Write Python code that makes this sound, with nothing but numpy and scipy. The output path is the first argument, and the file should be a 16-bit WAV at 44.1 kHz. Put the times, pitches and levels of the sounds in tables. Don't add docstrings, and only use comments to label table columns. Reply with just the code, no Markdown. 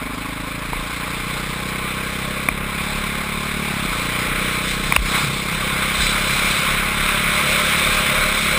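import sys
import numpy as np
from scipy import signal
from scipy.fft import rfft, irfft
from scipy.io import wavfile
from scipy.ndimage import uniform_filter1d

SR = 44100
rng = np.random.default_rng(int(sys.argv[2]) if len(sys.argv) > 2 else 0)


def output_pcm(signal):
    pcm = np.clip(np.atleast_2d(signal).T, -1, 1) * 32767
    wavfile.write(sys.argv[1], SR, np.round(pcm).astype(np.int16))


def ratio(d):
    e = np.asarray(d, float) / 20
    return 10 ** e


N = 378378
T = np.arange(N) / SR

# time in seconds, roar in dB, side-wind brightness in dB.
WIND = [(0, -30, -4), (.5, -29.5, -1.5), (.8, -28, -1), (1.2, -27, -0.5), (2.4, -26.5, -0.5),
        (3.0, -25, -1.5), (3.35, -26, -.5), (4.0, -23.5, -.5), (4.4, -21.5, -1.5), (4.8, -23.5, 3.5),
        (5.38, -25, 4), (5.7, -21.5, -1), (6.3, -20, 3), (6.6, -19, 2), (6.92, -20.5, -2), (7.2, -19, -1),
        (7.7, -17.5, 1.5), (8.58, -19, 1.3)]
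# time in seconds, engine cycles in Hz.
CYCLE_RATE = [(0, 24.78), (.15, 26.05), (.6, 27.96), (1.3, 30.51), (2.1, 32.55), (2.9, 35), (3.3, 35.64),
              (3.6, 36.59), (3.71, 35.83), (3.8, 33.82), (3.88, 30.25), (3.95, 29.19), (4.1, 30.17),
              (4.6, 31.17), (5.5, 32.7), (6.8, 34.42), (7.7, 35.08), (8.58, 35.22)]
MID_ROAR_DB = -24
GUST_HZ = 4.8


def curve(table, column):
    rows = np.array(table)
    return np.interp(T, rows[:, 0], rows[:, column])


def amp_of(table, column):
    return ratio(curve(table, column))


def evened(x):
    return x / np.sqrt(np.mean(x ** 2) + 1e-20)


def read(points, hz):
    f, value = np.transpose(points)
    return np.interp(np.log(hz + 1), np.log(f + 1), value)


def add(mix, start_s, sound):
    part = mix[round(start_s * SR):][:len(sound)]
    part += sound[:len(part)]


def bell(centre_s, length_s):
    return np.exp(-(2 * (T - centre_s) / length_s) ** 2)


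def wander(rate_hz):
    b, a = signal.butter(2, rate_hz, fs=SR)
    return evened(signal.lfilter(b, a, rng.standard_normal(N)))


def lumps(rate_hz, depth_db):
    return ratio(depth_db * wander(rate_hz))


def whistle(hz, width_hz):
    radius = np.exp(-np.pi * width_hz / SR)
    poles = [1, -2 * radius * np.cos(2 * np.pi * hz / SR), radius * radius]
    noise = signal.lfilter([1, -1], poles, rng.standard_normal(N))
    return evened(signal.lfilter([1, -1], poles, noise))


def puff(hz, swell_ms):
    t = T[:SR // 8]
    u = t / (swell_ms / 1000)
    return u * np.exp(1 - u) * np.sin(2 * np.pi * hz * t)


def follows(level_db, slope):
    return ratio(level_db + slope * (curve(WIND, 1) - MID_ROAR_DB))


def gusts(column):
    # centre in seconds, lift in dB, brightness in dB, length in seconds.
    gust_rows = [(2.6, -2, -4, .25), (4.7, 0, 3, .08), (4.8, -1.5, -2, .1), (4.94, 2, -1, .1),
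                 (5.03, -2, 0, .08), (5.17, 5.5, -1, .2), (6.05, 1, 5, .18), (7.08, 1, 1, .15)]
    return sum(row[column] * bell(row[0], row[3]) for row in gust_rows)


def roar(turns):
    # frequency in Hz, density in dB per Hz.
    slow_roar = [(380, -39), (650, -4.5), (789, -9.5), (865, -3), (940, -12), (1040, 1), (1560, -1),
                 (1860, -5), (2100, 0.5), (2370, 0.5), (2950, -9.5), (4040, -9.5), (4350, -11),
                 (5230, -19.5), (5900, -14.5), (7670, -58), (13000, -120)]
    fast_roar = [(380, -40), (650, -6), (687, -13.5), (923, -16.5), (1070, -3), (1230, 0.5), (1550, 1),
                 (1760, -6.5), (2260, 4), (2870, -7.5), (3620, -8), (4040, -9.5), (4510, -17.5),
                 (5140, -21.5), (5900, -9), (7670, -55), (13000, -120)]
    # frequency in Hz, width in Hz, lift in dB.
    cavities = [(842, 51, 8), (1054, 95, 3.5), (2280, 590, 2), (3035, 85, 4), (3594, 520, 7),
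                (4032, 154, 5.5), (4850, 200, 4.5), (5127, 246, 9), (6050, 170, 8)]
    patchy_db, flicker_db, gust_db, gust_bright_db = 1.1, .65, .3, .6
    mid_flow, flow_per_db, flow_wander = .46, .091 - .031, .091
    throb = .17

    hop, size = 128, 512
    frames, hz = N // hop + 5, np.fft.rfftfreq(size, 1 / SR)
    frame_at = np.arange(frames) * hop
    a, b, patches = rng.standard_normal((frames, len(hz), 3)).T
    patches = evened(uniform_filter1d(uniform_filter1d(patches, 5, 0), 14, 1))

    flow = mid_flow + flow_per_db * (curve(WIND, 1) - MID_ROAR_DB) + flow_wander * wander(GUST_HZ)
    flow = np.clip(np.interp(frame_at, np.arange(N), flow), -.3, 1.3)
    colour_db = read(slow_roar, hz)[:, None] * (1 - flow) + read(fast_roar, hz)[:, None] * flow
    bright_db = curve(WIND, 2) + gusts(column=2) + gust_bright_db * wander(GUST_HZ)
    bright_db = np.interp(frame_at, np.arange(N), bright_db)
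    colour_db += bright_db / (1 + (2900 / (hz[:, None] + 1)) ** 6)

    z = (a + 1j * b) * ratio(colour_db + patchy_db * patches)
    z /= np.sqrt(np.sum(ratio(colour_db) ** 2, 0))
    air = signal.istft(z, nperseg=size, noverlap=size - hop)[1][:N]

    hz = np.fft.rfftfreq(N, 1 / SR)
    lift_db = sum(db / (1 + (2 * (hz - f) / width_hz) ** 2) for f, width_hz, db in cavities)
    air = evened(irfft(rfft(air) * ratio(lift_db), N))

    share = np.minimum(ratio(-30) / amp_of(WIND, 1), 1) ** .7
    clatter = 1 + throb * share * np.cos(2 * np.pi * (turns - .25))
    gusting = lumps(120, flicker_db) * lumps(GUST_HZ, gust_db) * ratio(gusts(column=1))
    return amp_of(WIND, 1) * air * gusting * clatter


def rocking():
    # centre in seconds, peak in dB, length in seconds.
    bumps = [(.78, -25.5, .14), (1.348, -32.5, .15), (1.86, -34, .12), (2.979, -28, .12), (3.25, -32, .2),
             (3.9, -28, .15), (4.328, -30, .13), (4.751, -27, .3), (5.378, -30, .15), (6.454, -30, .2),
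             (6.8, -30.5, .15), (7.02, -25, 0.17), (7.62, -32, .3), (7.952, -31, .15), (8.223, -24, .17),
             (8.496, -35, .15)]
    mount_hz = 33.1
    mount = follows(-39, .45) * (.98 * whistle(33, 14) + .33 * whistle(45, 77))
    swings = sum(ratio(db) * bell(s, length_s) * np.sin(2 * np.pi * mount_hz * (T - s))
                 for s, db, length_s in bumps)
    return mount + swings


def eddies():
    lumpy = follows(-41, .9) * whistle(130, 85) * lumps(18, 2.5)
    wash = amp_of(WIND, 1) * ratio(-23.5) * whistle(380, 500)
    return lumpy + wash


def moaning():
    # frequency in Hz, width in Hz, level in dB.
    moans = [(520.3, 30, 1.5), (604.6, 56, 3.5)]
    # centre in seconds, lift in dB, length in seconds.
    swells = [(.55, 4, .4), (2.35, 6, 0.28), (6.65, 2, .15), (7.55, 4.5, .3), (7.85, 4.5, 0.23),
              (8.124, 9, 0.16), (8.28, 5, .12), (8.57, 11, .1)]
    moan = sum(ratio(db) * whistle(hz, width_hz) * lumps(6.9, .75) for hz, width_hz, db in moans)
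    swell_db = sum(db * bell(s, length_s) for s, db, length_s in swells)
    return follows(-41, .82) * ratio(swell_db - 6) * moan


def seam():
    return ratio(-28.5) * bell(centre_s=6.05, length_s=.13) * whistle(hz=3950, width_hz=200)


def rattle(turns):
    # frequency in Hz, width in Hz, level in dB rms.
    panels = [(1074, 110, -41.5), (2310, 260, -45)]
    buzz = sum(ratio(db) * whistle(hz, width_hz) for hz, width_hz, db in panels)
    return buzz * (1 + .7 * np.cos(2 * np.pi * (turns - .3)))


def tick(hz, swell_ms):
    sag, sag_ms = .28, .7
    t = T[:SR // 50]
    u = t / (swell_ms / 1000)
    glide = 1 - sag * np.exp(-t * 1000 / sag_ms)
    return u * np.exp(1 - u) * np.sin(2 * np.pi * hz * np.cumsum(glide) / SR)


def grit():
    # start in seconds, peak in dB, high mode in Hz, low mode in Hz, low mode in dB.
    grains = [
        (.7317, -19.5, 2300, 980, 8),
        (2.4870, -1, 2400, 1120, -6),
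        (4.9230, -1.5, 2380, 1120, -5),
        (4.9627, 3, 2800, 1950, -5),
        (4.9642, -5, 2250, 1230, 1),
        (4.9662, -11, 2850, 1230, 1),
    ]
    swell_ms = .83
    out = np.zeros(N)
    for s, peak_db, high_hz, low_hz, low_db in grains:
        ring = tick(high_hz, swell_ms) + ratio(low_db) * tick(low_hz, 1.1 * swell_ms)
        add(out, s, ratio(peak_db) * ring)
    return out


def thumps():
    # start in seconds, peak in dB, frequency in Hz, swell in ms.
    blows = [(.7318, -22, 520, 1.2), (2.4872, -15, 800, 1.1), (2.487, -21, 280, 2.5),
             (4.9645, -12, 800, 1.1), (4.821, -26, 131, 22), (5.145, -30, 150, 7.9),
             (5.23, -16.5, 148, 9.3), (5.265, -20, 131, 15), (5.332, -29, 140, 12), (5.509, -24.5, 163, 17)]
    out = np.zeros(N)
    for s, peak_db, hz, swell_ms in blows:
        add(out, s, ratio(peak_db) * puff(hz, swell_ms))
    return out


def jolts():
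    # start in seconds, peak in dB, start in Hz, end in Hz, t60 in seconds.
    swings = [
        (2.5, -26, 45, 33.5, .6),
        (4.974, -8, 76.5, 31.6, 0.4),
        (5.985, -17.5, 69, 32.6, .6),
    ]
    t = T[:SR // 2]
    out = np.zeros(N)
    for s, peak_db, start_hz, end_hz, t60_s in swings:
        hz = end_hz + (start_hz - end_hz) * np.exp(-t / .03)
        swell = ratio(peak_db - 60 * t / t60_s) * (1 - np.exp(-t / .004))
        add(out, s, swell * np.sin(2 * np.pi * np.cumsum(hz) / SR))
    return out


def knocks():
    high_pass = signal.butter(2, 25, "high", fs=SR, output="sos")
    return signal.sosfilt(high_pass, grit() + thumps() + jolts())


def combustion():
    cut_s, cut_length_s, cut_left = 3.715, .125, .05
    relight_gain, stumble, relight_s = .9, .3, .05
    back_s = cut_s + cut_length_s
    relight = 1 + relight_gain * bell(back_s, relight_s) - stumble * bell(back_s + relight_s, relight_s)
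    return np.where(T > back_s, relight, np.where(T > cut_s, cut_left, 1))


def pulses(turns, table):
    uneven_db, jitter_ms = 1.1, .07
    out, cycles = np.zeros(N), np.arange(0, int(turns[-1]) + 1)
    luck = rng.standard_normal((320, 2))[:len(cycles)]
    for share, size, hz, swell_ms in table:
        at = np.interp(cycles + share, turns, np.arange(N)) + luck[:, 0] * jitter_ms * SR / 1000
        train = np.zeros(N)
        train[np.clip(at, 0, N - 1).astype(int)] = size * ratio(uneven_db * luck[:, 1])
        out += signal.oaconvolve(train, puff(hz, swell_ms))[:N]
    return out


def shaking(turns):
    crank = ratio(-40) * np.sqrt(2) * np.sin(2 * np.pi * (2 * turns - .13))
    growth = (curve(CYCLE_RATE, 1) / 33) ** 4
    piston = ratio(-45) * growth * np.sqrt(2) * np.sin(2 * np.pi * (4 * turns - .15))
    return crank + piston


def engine(turns):
    # time in seconds, pulse size in dB, silencer ring 0-1.
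    load = [(0, -20.5, 0), (.4, -20, .3), (.7, -21.5, 1), (1.6, -20.3, .85), (2.2, -19.6, .95),
            (2.8, -21.3, .6), (3.4, -21, 0), (3.7, -20, 0), (4, -18, 1), (4.6, -17.5, .9), (5.6, -19, .6),
            (6.6, -20, .4), (7.4, -20.7, 0)]
    # share of the cycle, signed size, frequency in Hz, swell in ms.
    intake = [(.144, -.69, 210, 2.6), (.232, .25, 330, 1.3), (.28, .53, 185, 1.06)]
    exhaust = [(-.037, -.8, 225, 2), (.115, -.19, 437, 3.5), (.55, .12, 230, 1.5)]
    silencer = [(.127, -.3, 320, 3), (.3, .16, 480, 3.2)]
    overrun = [(.135, -.75, 185, 2.4)]
    firing = combustion()
    blow = pulses(turns, exhaust) + curve(load, 2) * pulses(turns, silencer)
    gulp = pulses(turns, intake) + np.maximum(1 - firing, 0) * pulses(turns, overrun)
    return amp_of(load, 1) * 1.12 * (firing * blow + gulp) + shaking(turns)


def scene():
    turns = np.cumsum(curve(CYCLE_RATE, 1)) / SR - .44
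    wind = roar(turns) + rocking() + eddies() + moaning() + seam()
    return (wind + rattle(turns) + knocks() + engine(turns))[None]


def ducked(x):
    start_db, recover_db_per_s = -10.5, 70
    power_db = 10 * np.log10(abs(uniform_filter1d(x[0] ** 2, 260, origin=129)) + 1e-12)
    recovery_db = recover_db_per_s * T
    held_db = np.maximum.accumulate(power_db + recovery_db) - recovery_db
    over_db = np.maximum(held_db - start_db, 0)
    return x / ratio(uniform_filter1d(over_db, 300, origin=149))


def roll_off(x):
    return signal.sosfilt(signal.butter(12, 15820, fs=SR, output="sos"), x)


def record(dry):
    guard = signal.firwin(161, 5900, fs=SR)
    dry = signal.oaconvolve(ducked(dry), guard[None], "same")
    coarse = np.clip(signal.resample_poly(dry, 40, 147, axis=1), -1, 1)
    held = signal.resample_poly(np.repeat(coarse, 4, axis=1), 147, 160, axis=1)[:, :N]
    held = np.pad(held, ((0, 0), (0, N - held.shape[1])))
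    edge = signal.firwin(511, 15350, window=("kaiser", 9), fs=SR)
    return roll_off(np.clip(signal.oaconvolve(held, edge[None], "same"), -1, 1))


dry = scene()
out = record(dry)
output_pcm(out)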